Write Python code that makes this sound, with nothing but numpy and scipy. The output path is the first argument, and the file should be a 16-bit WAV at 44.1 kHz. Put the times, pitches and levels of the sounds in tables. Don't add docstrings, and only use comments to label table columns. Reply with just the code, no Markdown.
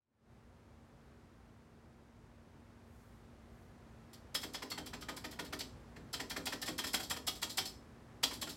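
import sys
import numpy as np
from scipy import signal
from scipy.fft import rfft, irfft
from scipy.io import wavfile

SR = 44100
rng = np.random.default_rng(int(sys.argv[2]) if len(sys.argv) > 2 else 0)


def generate_wav(sig):
    pcm = np.round(np.clip(np.atleast_2d(sig).T, -1, 1) * 32767).astype(np.int16)
    wavfile.write(sys.argv[1], SR, pcm)


N = 377496


def from_db(db):
    return 10 ** (np.asarray(db) / 20)


def rms_one(x):
    return x / np.sqrt(np.mean(x ** 2) + 1e-20)


def at_hz(points, hz):
    known_hz, values = np.transpose(points)
    return np.interp(np.log(np.maximum(hz, 1)), np.log(known_hz), values)


def butter(x, hz, kind, order=2):
    return signal.sosfilt(signal.butter(order, hz, kind, fs=SR, output="sos"), x + 1e-18)


def equalise(x, curve, size=8192):
    gain = from_db(at_hz(curve, np.fft.rfftfreq(size, 1 / SR)))
    cepstrum = irfft(np.log(gain))
    cepstrum[1:size // 2] *= 2
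    cepstrum[size // 2 + 1:] = 0
    impulse = irfft(np.exp(rfft(cepstrum)))
    return signal.fftconvolve(x, impulse)[:len(x)]


def resonate(x, hz, width_hz):
    radius = np.exp(-np.pi * width_hz / SR)
    feedforward = np.array([1, 0, -1]) * (1 - radius * radius) / 2
    feedback = [1, -2 * radius * np.cos(2 * np.pi * hz / SR), radius * radius]
    return signal.lfilter(feedforward, feedback, x + 1e-18)


def add(track, s, sound):
    start = int(s * SR)
    track[start:start + len(sound)] += sound[:N - start]


# (frequency [Hz], line width [Hz], level against the rumble [dB])
HUM_TONES = [(54.9, 8.1, -9.5), (231.2, 4.13, -7.5)]
def hum():
    out = np.zeros(N)
    for hz, width_hz, db in HUM_TONES:
        wander = np.sqrt(2 * np.pi * width_hz / SR) * rng.standard_normal(N)
        phase = np.cumsum(2 * np.pi * hz / SR + butter(wander, 25, "low"))
        out += from_db(db) * rms_one(np.sin(phase))
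    return out


# (frequency [Hz], relative level [dB])
RUMBLE_EQ = [(25, -20.5), (45, -2.5), (70, -1.5), (105, -1), (170, -8), (270, -10), (400, -12),
             (650, -16.5), (1000, -19), (1700, -23.5), (3000, -32), (5000, -35.5), (9000, -41),
             (16000, -50.5)]
# (time [s], level [dB])
ROOM_TONE_FADER = [(0, -100), (.12, -82), (.32, -62.5), (1, -60.5), (2, -61.5), (3, -59.5), (4, -58),
                   (5.8, -56), (8.56, -57)]
def room_tone():
    rumble = rms_one(equalise(rng.standard_normal(N), RUMBLE_EQ))
    fader_db = np.interp(np.arange(N) / SR, *np.transpose(ROOM_TONE_FADER))
    return from_db(fader_db) * (rumble + hum())


# (peak time [s], half length [s], level [dB])
SLEEVE_BRUSHES = [(3.023, 0.18, -79), (3.6, .12, -83)]
def sleeve(band_hz=(5000, 14900)):
    t = np.arange(N) / SR
    swell = sum(from_db(db) * np.exp(-((t - s) / half_s) ** 2) for s, half_s, db in SLEEVE_BRUSHES)
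    return swell * rms_one(butter(rng.standard_normal(N), band_hz, "band"))


def chatter(settle_s, swell_s, per_s, size=5000):
    t = np.arange(size) / SR
    contacts = (rng.random(size) < per_s / SR) * rng.choice([-1, 1], size)
    swell = 1 - np.exp(-(t / swell_s) ** 2)
    return rms_one(contacts * swell * np.exp(-t / settle_s)) / np.sqrt(size)


# (time [s], travel time [s],
# relative rattle level [dB], strength against an ordinary blow [dB], hardness [dB])
TAP_CUES = [(4.131, .008, -40.5, -26, 11), (4.345, 0.0033, -23.5, 2.5, 3.5), (4.534, 0.01, -34.5, -0.5, 5),
            (4.701, 0.014, -30, -2.5, 1.5), (4.860, 0.007, -33, -11.5, 3), (5.009, .011, -37.5, -7.5, 2.5),
            (5.165, 0.0064, -31.5, -16, -9), (5.311, 0.015, -36, -12, 1), (5.447, 0.011, -37.5, -13.5, 3),
            (5.590, .014, -29, -0.5, 9), (6.130, 0.008, -27.5, 2, 5.5), (6.297, 0.011, -27.5, -0.5, 3.5),
            (6.456, .012, -24, 3.5, 2), (6.616, 0.0082, -26, -2, 2.5), (6.78, .008, -25, 2, 1.5),
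            (6.932, 0.0083, -23.5, 6.5, 0.5), (7.098, 0.0092, -24, 2, -2.5), (7.268, 0.0077, -22.5, 5, 4),
            (7.417, 0.0084, -29.5, 4.5, 3.5), (7.572, .008, -21.5, 7, 2.5), (8.229, 0.0035, -28, 11, 5.5),
            (8.414, 0.0093, -24.5, -0.5, 2.5)]
# (time [s], relative rattle level [dB])
LIFT_CUES = [(4.412, -33), (4.429, -36.5), (6.657, -27), (6.864, -24.5), (7.027, -28.5), (7.351, -34.5),
             (7.495, -27), (7.652, -25.5), (8.329, -28), (8.490, -27.5)]
# (frequency [Hz], gain [dB])
RATTLE_EQ = [(150, -9), (700, -6.5), (1500, -14), (2500, -6.5), (3500, 1), (5200, 3.5), (7500, -5),
             (12000, -5), (16000, -5.5)]
def rattles(gain_db=18.0, lead_s=0.003):
    force = np.zeros(N)
    for s, _, rattle_db, _, _ in TAP_CUES:
        landing = chatter(settle_s=0.012, swell_s=0.0081, per_s=4000)
        add(force, s - lead_s, from_db(rattle_db + gain_db) * landing)
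    for s, rattle_db in LIFT_CUES:
        shiver = chatter(settle_s=0.02, swell_s=0.0076, per_s=6600)
        add(force, s - lead_s, from_db(rattle_db + gain_db) * shiver)
    return equalise(force, RATTLE_EQ)


def ticks(gain_db=-18, low_cut_hz=7000, lead_s=0.00074):
    force = np.zeros(N)
    usual_db = np.mean([rattle_db for _, _, rattle_db, _, _ in TAP_CUES])
    for s, _, rattle_db, _, _ in TAP_CUES:
        tick = chatter(settle_s=0.0097, swell_s=0.0013, per_s=4000)
        add(force, s - lead_s, from_db(gain_db + rattle_db - usual_db) * tick)
    return butter(force, low_cut_hz, "high")


# (time [s], strength [dB])
RETURN_CUES = [(4.432, -2), (4.621, -0.5), (4.777, -0.5), (4.933, -2.5), (5.086, 1), (5.242, 0),
               (5.391, 2.5), (5.527, 2.5), (5.962, -13), (6.198, 3), (6.363, 3.5), (6.523, 3.5),
               (6.677, 3.5), (6.839, 1.5), (6.998, -2.5), (7.164, -5), (8.31, -3.5), (8.471, -5.5)]
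# (time [s], place [0 left end, 1 right end])
FINGER_PATH = [(4.35, 0.92), (4.6, 0.2), (5.4, 0.13), (6.1, 0), (6.5, 0.13), (7.0, 1), (7.6, 0.58),
               (8.5, 0.43)]
# (tap level [dB], return level [dB], growth with strength [dB/dB], growth with hardness [dB/dB],
# change from left end to right end [dB])
BLOW_MIX = [(-33, -34.5, 0.99, -0.77, 0.5), (-39, -41, 1.02, 0.4, 4), (-43.5, -44.5, 1.19, -0.14, 9.5),
            (-46.5, -51, 1.15, -.1, 8), (-50.5, -45.5, 0.5, -0.064, -1)]
def blows():
    tap_db, return_db, per_strength, per_hardness, rightward_db = np.transpose(BLOW_MIX)
    # (settling time [s], swell stretch [ratio])
    tap_shape = (0.0071, 0.85)
    return_shape = (0.0078, 1.3)
    down = [(s + travel_s, strength_db, tap_db + per_hardness * hardness_db, tap_shape)
            for s, travel_s, _, strength_db, hardness_db in TAP_CUES]
    up = [(s, strength_db, return_db, return_shape) for s, strength_db in RETURN_CUES]
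    rows = []
    for s, strength_db, base_db, shape in down + up:
        off_centre = np.interp(s, *np.transpose(FINGER_PATH)) - 0.5
        layers_db = base_db + per_strength * strength_db + rightward_db * off_centre
        rows.append((s, *layers_db, shape))
    return sorted(rows)


def blow_number(early_s=0.006):
    return np.searchsorted([s for s, *_ in blows()], np.arange(N) / SR + early_s)


def clacks(low_split_hz=2700, high_split_hz=6300, lead_s=0.003):
    knock, clack, snap = np.zeros((3, N))
    for s, knock_db, clack_db, snap_db, _, _, (settle_s, stretch) in blows():
        start = s - lead_s * stretch
        add(knock, start, from_db(knock_db + 27) * chatter(settle_s, 0.0063 * stretch, per_s=7000))
        add(clack, start,
            from_db(clack_db + 32.5) * chatter(settle_s * 1.93, 0.0062 * stretch, per_s=7800))
        add(snap, start, from_db(snap_db + 28.5) * chatter(settle_s, 0.011 * stretch, per_s=3200))
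    return (butter(knock, low_split_hz, "low", order=4)
            + butter(clack, [low_split_hz, high_split_hz], "band", order=3)
            + butter(snap, high_split_hz, "high", order=4))


# (frequency [Hz], gain [dB])
PLASTIC_EQ = [(120, -12), (250, 0), (450, -6), (800, -2), (1400, 0), (2000, 2), (2800, -3.5), (4600, -2),
              (6300, -5.5), (8000, -2), (10500, -5.5), (12000, -4.5), (13200, -5), (16000, -13.5)]
# (frequency [Hz], width [Hz], level against the plastic [dB])
BAR_MODES = [(766, 61, -1.5), (864, 98, -7), (996, 36, 0.5), (1243, 18, 1.5), (1410, 89, -9),
             (1801, 65, -3), (2004, 42, -20), (2346, 27, -19), (2700, 54, -12), (3116, 68, -1),
             (4010, 27, -3), (4350, 46, -2), (4680, 76, -8.5), (5200, 49, 0.5), (5200, 27, -5),
             (5870, 30, -2), (7450, 110, 3.5), (7630, 92, 5.5), (9100, 41, -8), (9830, 130, -5),
             (11600, 130, -6)]
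def space_bar(force, vary_db=3.0):
    plastic = equalise(force, PLASTIC_EQ)
    blow = blow_number()
    shares = from_db(vary_db * rng.standard_normal((len(blows()) + 1, len(BAR_MODES))))
    rings = [from_db(db) * resonate(plastic * share[blow], hz, width_hz)
             for (hz, width_hz, db), share in zip(BAR_MODES, shares.T)]
    return plastic + sum(rings)


# (frequency [Hz], width [Hz], gain [dB])
WIRE_MODES = [(3293, 29, 3), (3368, 34, -5.5)]
def wire(shaking, ping_gain_db=49.0, lag_s=0.0076):
    force = shaking.copy()
    for s, *_, ping_db, _, _ in blows():
        add(force, s + lag_s, from_db([ping_db + ping_gain_db]))
    return sum(from_db(db) * resonate(force, hz, width_hz) for hz, width_hz, db in WIRE_MODES)


# (frequency [Hz], width [Hz], gain [dB])
CASE_MODES = [(164, 8.1, 2), (257, 7.2, 7), (298.7, 19.6, 2), (391, 30, -4.5), (480, 28, -5), (618, 44, -6)]
def case_thump(gain_db=47.0, lag_s=0.01199, vary_db=2.5):
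    out = np.zeros(N)
    for hz, width_hz, mode_db in CASE_MODES:
        push = np.zeros(N)
        for s, *_, thump_db, _ in blows():
            push_db = thump_db + gain_db + vary_db * rng.uniform(-0.79, 1, 1)
            add(push, s + lag_s, from_db(push_db) * rng.choice([-1, 1]))
        ring = resonate(push, hz, width_hz)
        out += from_db(mode_db) * butter(ring, 2 * hz, "low")
    return out


# (time [s], pitch [Hz], peak level [dB])
TWANG_CUES = [(4.351, 5240, -35.5), (4.716, 4400, -37), (5.608, 4450, -39), (8.236, 4670, -33)]
def twangs(width_hz=32):
    out = np.zeros(N)
    t = np.arange(SR // 2) / SR
    decay = np.exp(-np.pi * width_hz * t)
    for s, hz, peak_db in TWANG_CUES:
        add(out, s, from_db(peak_db) * decay * np.sin(2 * np.pi * hz * t))
    return out


# (frequency [Hz], time to fall 60 dB [s])
REVERB_DECAY = [(150, 0.35), (500, 0.37), (1500, 0.23), (4000, 0.26), (8000, 0.38), (15000, 0.2)]
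# (frequency [Hz], level [dB])
REVERB_EQ = [(150, -3), (400, 2), (1000, -7), (4000, -7), (8000, -9), (15000, -7.5)]
def room_response(first_echo_s=0.0067, size=22000):
    t = np.arange(size) / SR
    onset = np.clip(t / first_echo_s - 0.5, 0, 1)
    edges_hz = np.geomspace(80, 18000, 9)
    response = np.zeros(size)
    for low, high in zip(edges_hz, edges_hz[1:]):
        hz = np.sqrt(low * high)
        envelope = onset * from_db(-60 * t / at_hz(REVERB_DECAY, hz))
        echoes = rms_one(envelope * rng.standard_normal(size)) / np.sqrt(size)
        response += from_db(at_hz(REVERB_EQ, hz)) * butter(echoes, [low, high], "band", order=3)
    return response


def room_reverb(x, patterns=4):
    turn = blow_number() % patterns
    return sum(signal.fftconvolve(x * (turn == k), room_response())[:N] for k in range(patterns))


def scene():
    shaking = rattles()
    bar = space_bar(clacks() + ticks() + shaking)
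    keyboard = bar + wire(shaking) + case_thump() + twangs()
    return (keyboard + room_reverb(keyboard) + room_tone() + sleeve())[None]


def record(dry, low_cut_hz=46, high_cut_hz=16000):
    high_cut = signal.ellip(10, 0.1, 70, high_cut_hz, fs=SR, output="sos")
    return signal.sosfilt(high_cut, butter(dry, low_cut_hz, "high", order=6))


dry = scene()
out = record(dry)
generate_wav(out)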